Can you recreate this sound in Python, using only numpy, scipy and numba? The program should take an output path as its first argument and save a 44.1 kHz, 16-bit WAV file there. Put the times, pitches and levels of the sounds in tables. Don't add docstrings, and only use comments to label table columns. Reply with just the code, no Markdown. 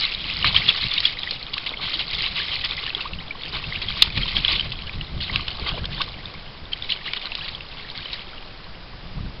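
import sys
import numpy as np
from scipy import signal
from scipy.fft import rfft
from scipy.io import wavfile
from scipy.ndimage import uniform_filter1d
from numba import njit

SR = 44100
rng = np.random.default_rng(int(sys.argv[2]) if len(sys.argv) > 2 else 0)


def wrap_up_sound(samples):
    columns = np.atleast_2d(samples).T
    tamed = np.clip(columns, -1, 1)
    steps = np.round(tamed * 32767).astype(np.int16)
    wavfile.write(sys.argv[1], SR, steps)


N = 414528
TIME = np.arange(N) / SR
TOP_HZ = 5310

# f/Hz, level/dB
FIZZ_SPECTRUM = [(700, -36), (1200, -15.5), (1600, -18), (2100, -5), (2700, -4), (3150, 1), (3500, 0),
                 (4000, 0.5), (4700, -4), (5400, -11.5)]
# f/Hz, level/dB
SLOSH_SPECTRUM = [(200, -12), (350, -5), (600, -6), (850, -2.5), (1000, 0.5), (1140, 6), (1340, -3.5),
                  (1550, 3), (1800, -13), (2500, -21)]


def undb(db):
    return 10 ** (np.asarray(db) / 20)


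def unit(x):
    return x / np.sqrt(np.mean(x ** 2) + 1e-18)


def add(out, s, sound):
    start = max(int(s * SR), 0)
    part = sound[:max(N - start, 0)]
    out[start:start + len(part)] += part


def colour(x, spectrum):
    hz, db = np.transpose(spectrum)
    f = np.maximum(np.fft.rfftfreq(len(x), 1 / SR), 1)
    gain = undb(np.interp(np.log(f), np.log(hz), db))
    return unit(np.fft.irfft(rfft(x) * gain, len(x)))


def band(x, hz, octaves):
    f = np.maximum(np.fft.rfftfreq(len(x), 1 / SR), 1)
    bell = 1 / (1 + (np.log2(f / hz) / octaves) ** 2)
    high_cut = 1 / (1 + (f / TOP_HZ) ** 20)
    low_cut = f / (f + hz / 10)
    return unit(np.fft.irfft(rfft(x) * bell * high_cut * low_cut, len(x)))


def wander(per_s):
    knots = rng.standard_normal(N // 100)
    return unit(np.interp(TIME * per_s, np.arange(len(knots)), knots))


def even(x, seconds):
    power = uniform_filter1d(x ** 2, max(int(seconds * SR), 1))
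    return x / np.sqrt(np.abs(power) + 1e-9)


def swell(length):
    t = np.arange(int(6 * length * SR) + 200) / SR
    age = 1.43 * t / length
    return t, (age * np.exp(1 - age)) ** 2


@njit
def ring(starts, hz, cycles, gains, glide):
    out = np.zeros(N)
    for k in range(len(starts)):
        life, phase = cycles[k] * SR / hz[k], 0.
        for i in range(min(int(life), N - starts[k])):
            phase += 2 * np.pi * hz[k] * (1 + glide * i / life) / SR
            out[starts[k] + i] += gains[k] * np.exp(-5 * i / life) * np.sin(phase)
    return out


def bubbles(count, low_hz, high_hz, median_cycles, spread_db, glide):
    when, pitch, life, strength = rng.random((count, 4)).T
    starts = (when * N).astype(np.int64)
    hz = low_hz + (high_hz - low_hz) * pitch
    cycles = median_cycles * (.5 + 2 * life ** 2)
    gains = undb(-spread_db * np.log(0.0074 + strength))
    return unit(ring(starts, hz, cycles, gains, glide))


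def bout_envelope(start, length):
    rise_s, settle_db_per_s = 0.044, 109
    drizzle_db, drizzle_db_per_s = -7, 15.5
    rise = np.clip((TIME - start) / rise_s + 1, 0, 1)
    after = np.maximum(TIME - start - length, 0)
    return rise * undb(np.maximum(-settle_db_per_s * after, drizzle_db - drizzle_db_per_s * after))


def agitation():
    # t/s, length/s, fizz level/dB, slosh level/dB
    bouts = [(0.0, 0.048, -22.5, -45.5), (0.25, 0.23, -29, -47), (0.415, 0.37, -25.5, -42),
             (0.778, 0.28, -25, -50), (1.17, 0.18, -32.5, -47.5), (1.543, 0.3, -34.5, -43),
             (1.839, 0.17, -28, -43.5), (2.112, 0.15, -26, -45.5), (2.37, 0.23, -28, -47),
             (2.67, 0.22, -30.5, -45), (2.931, 0.12, -34.5, -42), (3.413, 0.56, -34, -46.5),
             (3.905, 0.15, -30, -43.5), (4.142, 0.2, -29.5, -44.5), (4.36, 0.22, -27.5, -41),
             (4.706, 0.21, -38, -49.5), (5.228, 0.33, -34.5, -43.5), (5.607, 0.19, -34.5, -39),
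             (5.929, 0.12, -33, -44.5), (6.216, 0.15, -43, -49.5), (6.783, 0.22, -38, -50),
             (7.062, 0.47, -35, -48), (7.726, 0.25, -39, -49), (7.948, 0.22, -35, -51)]
    fizz, slosh = undb(-54), undb(-53.5)
    for start, length, fizz_db, slosh_db in bouts:
        shape = bout_envelope(start, length)
        fizz = np.maximum(fizz, shape * undb(fizz_db))
        slosh = np.maximum(slosh, shape * undb(slosh_db))
    return fizz, slosh


def churn():
    fizz_gain, slosh_gain = agitation()
    spurts = wander(per_s=50)
    small = bubbles(22000, low_hz=993, high_hz=5270, median_cycles=20, spread_db=1.5, glide=0.11)
    drops = bubbles(1000, low_hz=1833, high_hz=4940, median_cycles=24, spread_db=4.0, glide=0.17)
    large = bubbles(7000, low_hz=234, high_hz=1843, median_cycles=8.3, spread_db=5.5, glide=0.35)
    chirps = bubbles(260, low_hz=1500, high_hz=3430, median_cycles=50, spread_db=1.5, glide=0.56)
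    drop_share = np.interp(20 * np.log10(fizz_gain), [-40, -25], [.5, .25])
    fizz = np.sqrt(1 - drop_share) * colour(small, FIZZ_SPECTRUM)
    plinks = np.sqrt(drop_share) * colour(drops, FIZZ_SPECTRUM)
    spray = (fizz + plinks + undb(-12.5) * chirps) * undb(1.9 * spurts)
    slosh = colour(large, SLOSH_SPECTRUM) * undb(3.2 * spurts)
    return even(spray, seconds=.1) * fizz_gain + even(slosh, seconds=.12) * slosh_gain


def wind():
    # f/Hz, level/dB
    buffet_spectrum = [(12, -11), (25, 4.5), (60, -0.5), (125, -2.5), (180, -5.5), (250, -15.5),
                       (400, -23.5), (700, -32.5), (1500, -55.5)]
    # t/s, level/dB (before a 1 dB lift)
    breeze = [(0.0, -45.5), (0.58, -34), (0.86, -43.5), (1.83, -48), (2.09, -39.5), (3.48, -47.5),
              (3.61, -39), (4.53, -32.5), (4.9, -38.5), (5.65, -38), (7.3, -48), (7.51, -44.5),
              (8.38, -48.5), (9.4, -39)]
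    # t/s, level/dB, half-length/s
    gusts = [(0.477, -32.5, 0.091), (0.85, -32.5, 0.025), (1.83, -35, 0.025), (3.162, -35, 0.059),
             (3.592, -33.5, 0.07), (4.185, -26.5, 0.043), (4.366, -33.5, 0.055), (4.997, -29.5, 0.037),
             (5.181, -29, 0.041), (5.345, -27, 0.03), (5.794, -31, 0.15), (7.407, -39, 0.024),
             (9.21, -26.5, 0.057)]
    s, breeze_db = np.transpose(breeze)
    power = undb(np.interp(TIME, s, breeze_db) + 1) ** 2
    for peak_s, db, half_length in gusts:
        power += undb(db) ** 2 * np.exp(-((TIME - peak_s) / half_length) ** 2)
    rumble = colour(rng.standard_normal(N), buffet_spectrum) * undb(3.6 * wander(per_s=22))
    return even(rumble, seconds=.15) * np.sqrt(power)


def river():
    # f/Hz, level/dB
    wash_spectrum = [(20, 12), (60, -6.5), (200, -10), (400, -10), (700, -10.5), (1100, -12), (1600, -14),
                     (2400, -15), (3300, -14), (4300, -16), (5000, -14.5), (5400, -24)]
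    wash = colour(rng.standard_normal(N), wash_spectrum)
    return wash * undb(-38.5 + 0.32 * wander(per_s=7.5))


def slaps_and_pops():
    # t/s, peak level/dB, centre f/Hz, length/s
    slaps = [(0.445, -8, 2200, 0.0016), (1.003, -12.5, 4360, 0.0029), (1.309, -14.5, 4160, 0.0033),
             (1.579, -16, 2650, 0.0034), (2.6484, -14, 4800, 0.00098), (2.864, -18, 2920, 0.0032),
             (4.0216, 2, 3680, 0.0044), (4.176, -14.5, 2400, 0.002), (5.359, -6.5, 2520, 0.0017),
             (5.481, -14.5, 3000, 0.0027), (5.854, -19.5, 3530, 0.0038), (6.016, -12.5, 3610, 0.0025),
             (7.134, -14.5, 2790, 0.0028), (7.352, -15.5, 3520, 0.0025), (8.13, -22, 3800, 0.0074)]
    # t/s, peak level/dB, f/Hz, ring length/cycles
    pops = [(0.0518, -9, 3900, 6.4), (0.148, -14.5, 3800, 8), (0.5633, -3, 3140, 9),
            (0.688, -3.5, 3368, 14.4), (0.9141, -13.5, 3500, 11), (0.982, -9, 3710, 9.5),
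            (1.053, -3.5, 3320, 11.3), (1.2328, -13, 3350, 4.4), (1.428, -20, 4230, 6),
            (1.692, -17, 3700, 7), (2.556, -14.5, 4370, 6.2), (2.7098, -14, 3500, 7.1),
            (2.949, -11, 3310, 7), (3.135, -19.5, 2700, 4.7), (3.308, -19.5, 2310, 11),
            (3.759, -17.5, 2860, 8.3), (3.885, -14.5, 3260, 12), (4.232, -15, 3180, 14),
            (4.3668, -5.5, 3270, 6.8), (4.4487, -3.5, 3190, 5.1), (4.4805, -8, 3370, 11),
            (4.596, -9.5, 3060, 6.3), (4.608, -14, 3080, 9.3), (4.821, -22, 3120, 4),
            (4.895, -20.5, 2430, 4.3), (5.011, -18, 2880, 5.9), (5.69, -14.5, 3200, 8),
            (6.256, -22.5, 3630, 9.5), (6.351, -29, 2240, 5.6), (6.7323, -12.5, 3130, 8.8),
            (6.823, -18, 3510, 8.5), (6.903, -12.5, 3380, 5.6), (6.921, -10, 2960, 6.5),
            (7.2562, -18, 4080, 7.6), (7.607, -23.5, 2690, 6.5), (8.38, -28.5, 2850, 7.5)]
    slap_crack, pop_crack = 0.59, 0.032
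    hits = [(s, db, hz, length, slap_crack) for s, db, hz, length in slaps]
    hits += [(s, db, hz, cycles / hz, pop_crack) for s, db, hz, cycles in pops]
    out, noise = np.zeros(N), rng.standard_normal(N)
    body = colour(rng.standard_normal(N), SLOSH_SPECTRUM)
    for s, db, hz, length, crack_share in hits:
        t, shape = swell(length)
        start = int(s * SR)
        tone = np.sin(2 * np.pi * hz * t * (1 + 0.0037 * (t / length - 1)))
        crack = band(noise[start:][:len(t)], hz, octaves=0.58)
        blend = np.sqrt(1 - crack_share) * tone + np.sqrt(crack_share) * crack
        hit = unit(shape * blend) * np.sqrt(np.mean(shape ** 2) / 2)
        smack = undb(-19.5) * crack_share * shape * body[start:][:len(t)]
        spatter = undb(-22) * crack * (1 - np.exp(-t / length)) * (1 - t / t[-1])
        add(out, s - .25 * length, (hit + smack + spatter) * undb(db))
    return out


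def splashes():
    # t/s, crackle level/dB, plunge level/dB, length/s
    strokes = [(0.279, -30.5, -45, 0.057), (0.446, -18, -33.5, 0.045), (0.544, -19.5, -37.5, 0.045),
               (0.681, -17, -34.5, 0.029), (0.967, -33, -47, 0.025), (1.058, -23, -49, 0.029),
               (1.534, -21, -48, 0.011), (1.661, -23.5, -41, 0.019), (1.812, -30, -42, 0.047),
               (1.932, -25, -40, 0.022), (1.991, -22.5, -49, 0.018), (2.227, -26, -41.5, 0.049),
               (2.359, -25.5, -40, 0.053), (2.514, -29.5, -42, 0.04), (2.641, -22, -37.5, 0.022),
               (3.005, -24.5, -40, 0.012), (3.536, -27.5, -34.5, 0.042), (3.816, -24.5, -41, 0.016),
               (4.008, -29, -46, 0.05), (4.171, -22, -37, 0.013), (4.279, -24, -43, 0.017),
               (4.353, -24, -42, 0.012), (4.485, -22, -36, 0.058), (4.552, -21.5, -49, 0.017),
               (4.718, -24, -51, 0.009), (5.203, -27, -55, 0.052), (5.327, -29.5, -37.5, 0.054),
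               (5.661, -26, -33, 0.041), (6.006, -26, -30, 0.017), (6.718, -33, -50, 0.024),
               (6.891, -25, -48, 0.048), (7.055, -29, -39.5, 0.025), (7.163, -27.5, -44, 0.016),
               (7.249, -35, -36.5, 0.03), (7.479, -27.5, -49, 0.015)]
    balanced_hz, db_per_octave, attack_s = 2520, 52.5, 0.0008
    out = np.zeros(N)
    cloud = bubbles(30000, low_hz=935, high_hz=5420, median_cycles=22, spread_db=4.5, glide=0.087)
    crackle = colour(cloud, FIZZ_SPECTRUM)
    plunge = colour(rng.standard_normal(N), SLOSH_SPECTRUM)
    for s, crackle_db, plunge_db, length in strokes:
        t = np.arange(int(2 * length * SR) + 400) / SR
        start = int(s * SR)
        shape = (1 - np.exp(-t / attack_s)) / (1 + (t / length) ** 8)
        hz = balanced_hz * 2 ** ((crackle_db - plunge_db) / db_per_octave)
        burst = even(band(crackle[start:][:len(t)], hz, octaves=1.0), seconds=0.0049)
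        add(out, s, shape * (burst * undb(crackle_db) + plunge[start:][:len(t)] * undb(plunge_db)))
    return out


def gulps():
    # t/s, peak level/dB, first f/Hz, length/s
    cavities = [(0.4436, -13.5, 1030, 0.0031), (0.542, -24, 900, 0.0069), (1.032, -35, 1670, 0.0097),
                (1.273, -20.5, 1790, 0.0041), (3.051, -24.5, 856, 0.0099), (3.187, -24.5, 2750, 0.0033),
                (3.2, -33.5, 1680, 0.011), (3.352, -29.5, 980, 0.0029), (3.723, -19.5, 1890, 0.0034),
                (3.751, -23.5, 2030, 0.0065), (5.294, -22.5, 1760, 0.0066), (5.776, -26.5, 880, 0.0032),
                (6.001, -22.5, 933, 0.0076), (7.075, -26, 1600, 0.0095), (7.405, -27.5, 2230, 0.012),
                (8.331, -34, 1330, 0.0039)]
    out = np.zeros(N)
    for s, db, first_hz, length in cavities:
        t, shape = swell(length)
        climb_octaves = 62 * length
        hz = first_hz * 2 ** (climb_octaves * np.tanh(t / length / 1.3))
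        add(out, s, undb(db) * shape * np.sin(2 * np.pi * np.cumsum(hz) / SR))
    return out


def scene():
    return (churn() + splashes() + slaps_and_pops() + gulps() + wind() + river())[None]


def record(dry):
    narrow = signal.sosfiltfilt(signal.ellip(6, .1, 45, TOP_HZ, fs=SR, output="sos"), dry)
    overloaded = np.clip(narrow, -.98, .98)
    softened = signal.sosfilt(signal.butter(2, 8000, fs=SR, output="sos"), overloaded)
    return signal.sosfilt(signal.ellip(8, .2, 70, 15500, fs=SR, output="sos"), softened)


dry = scene()
out = record(dry)
wrap_up_sound(out)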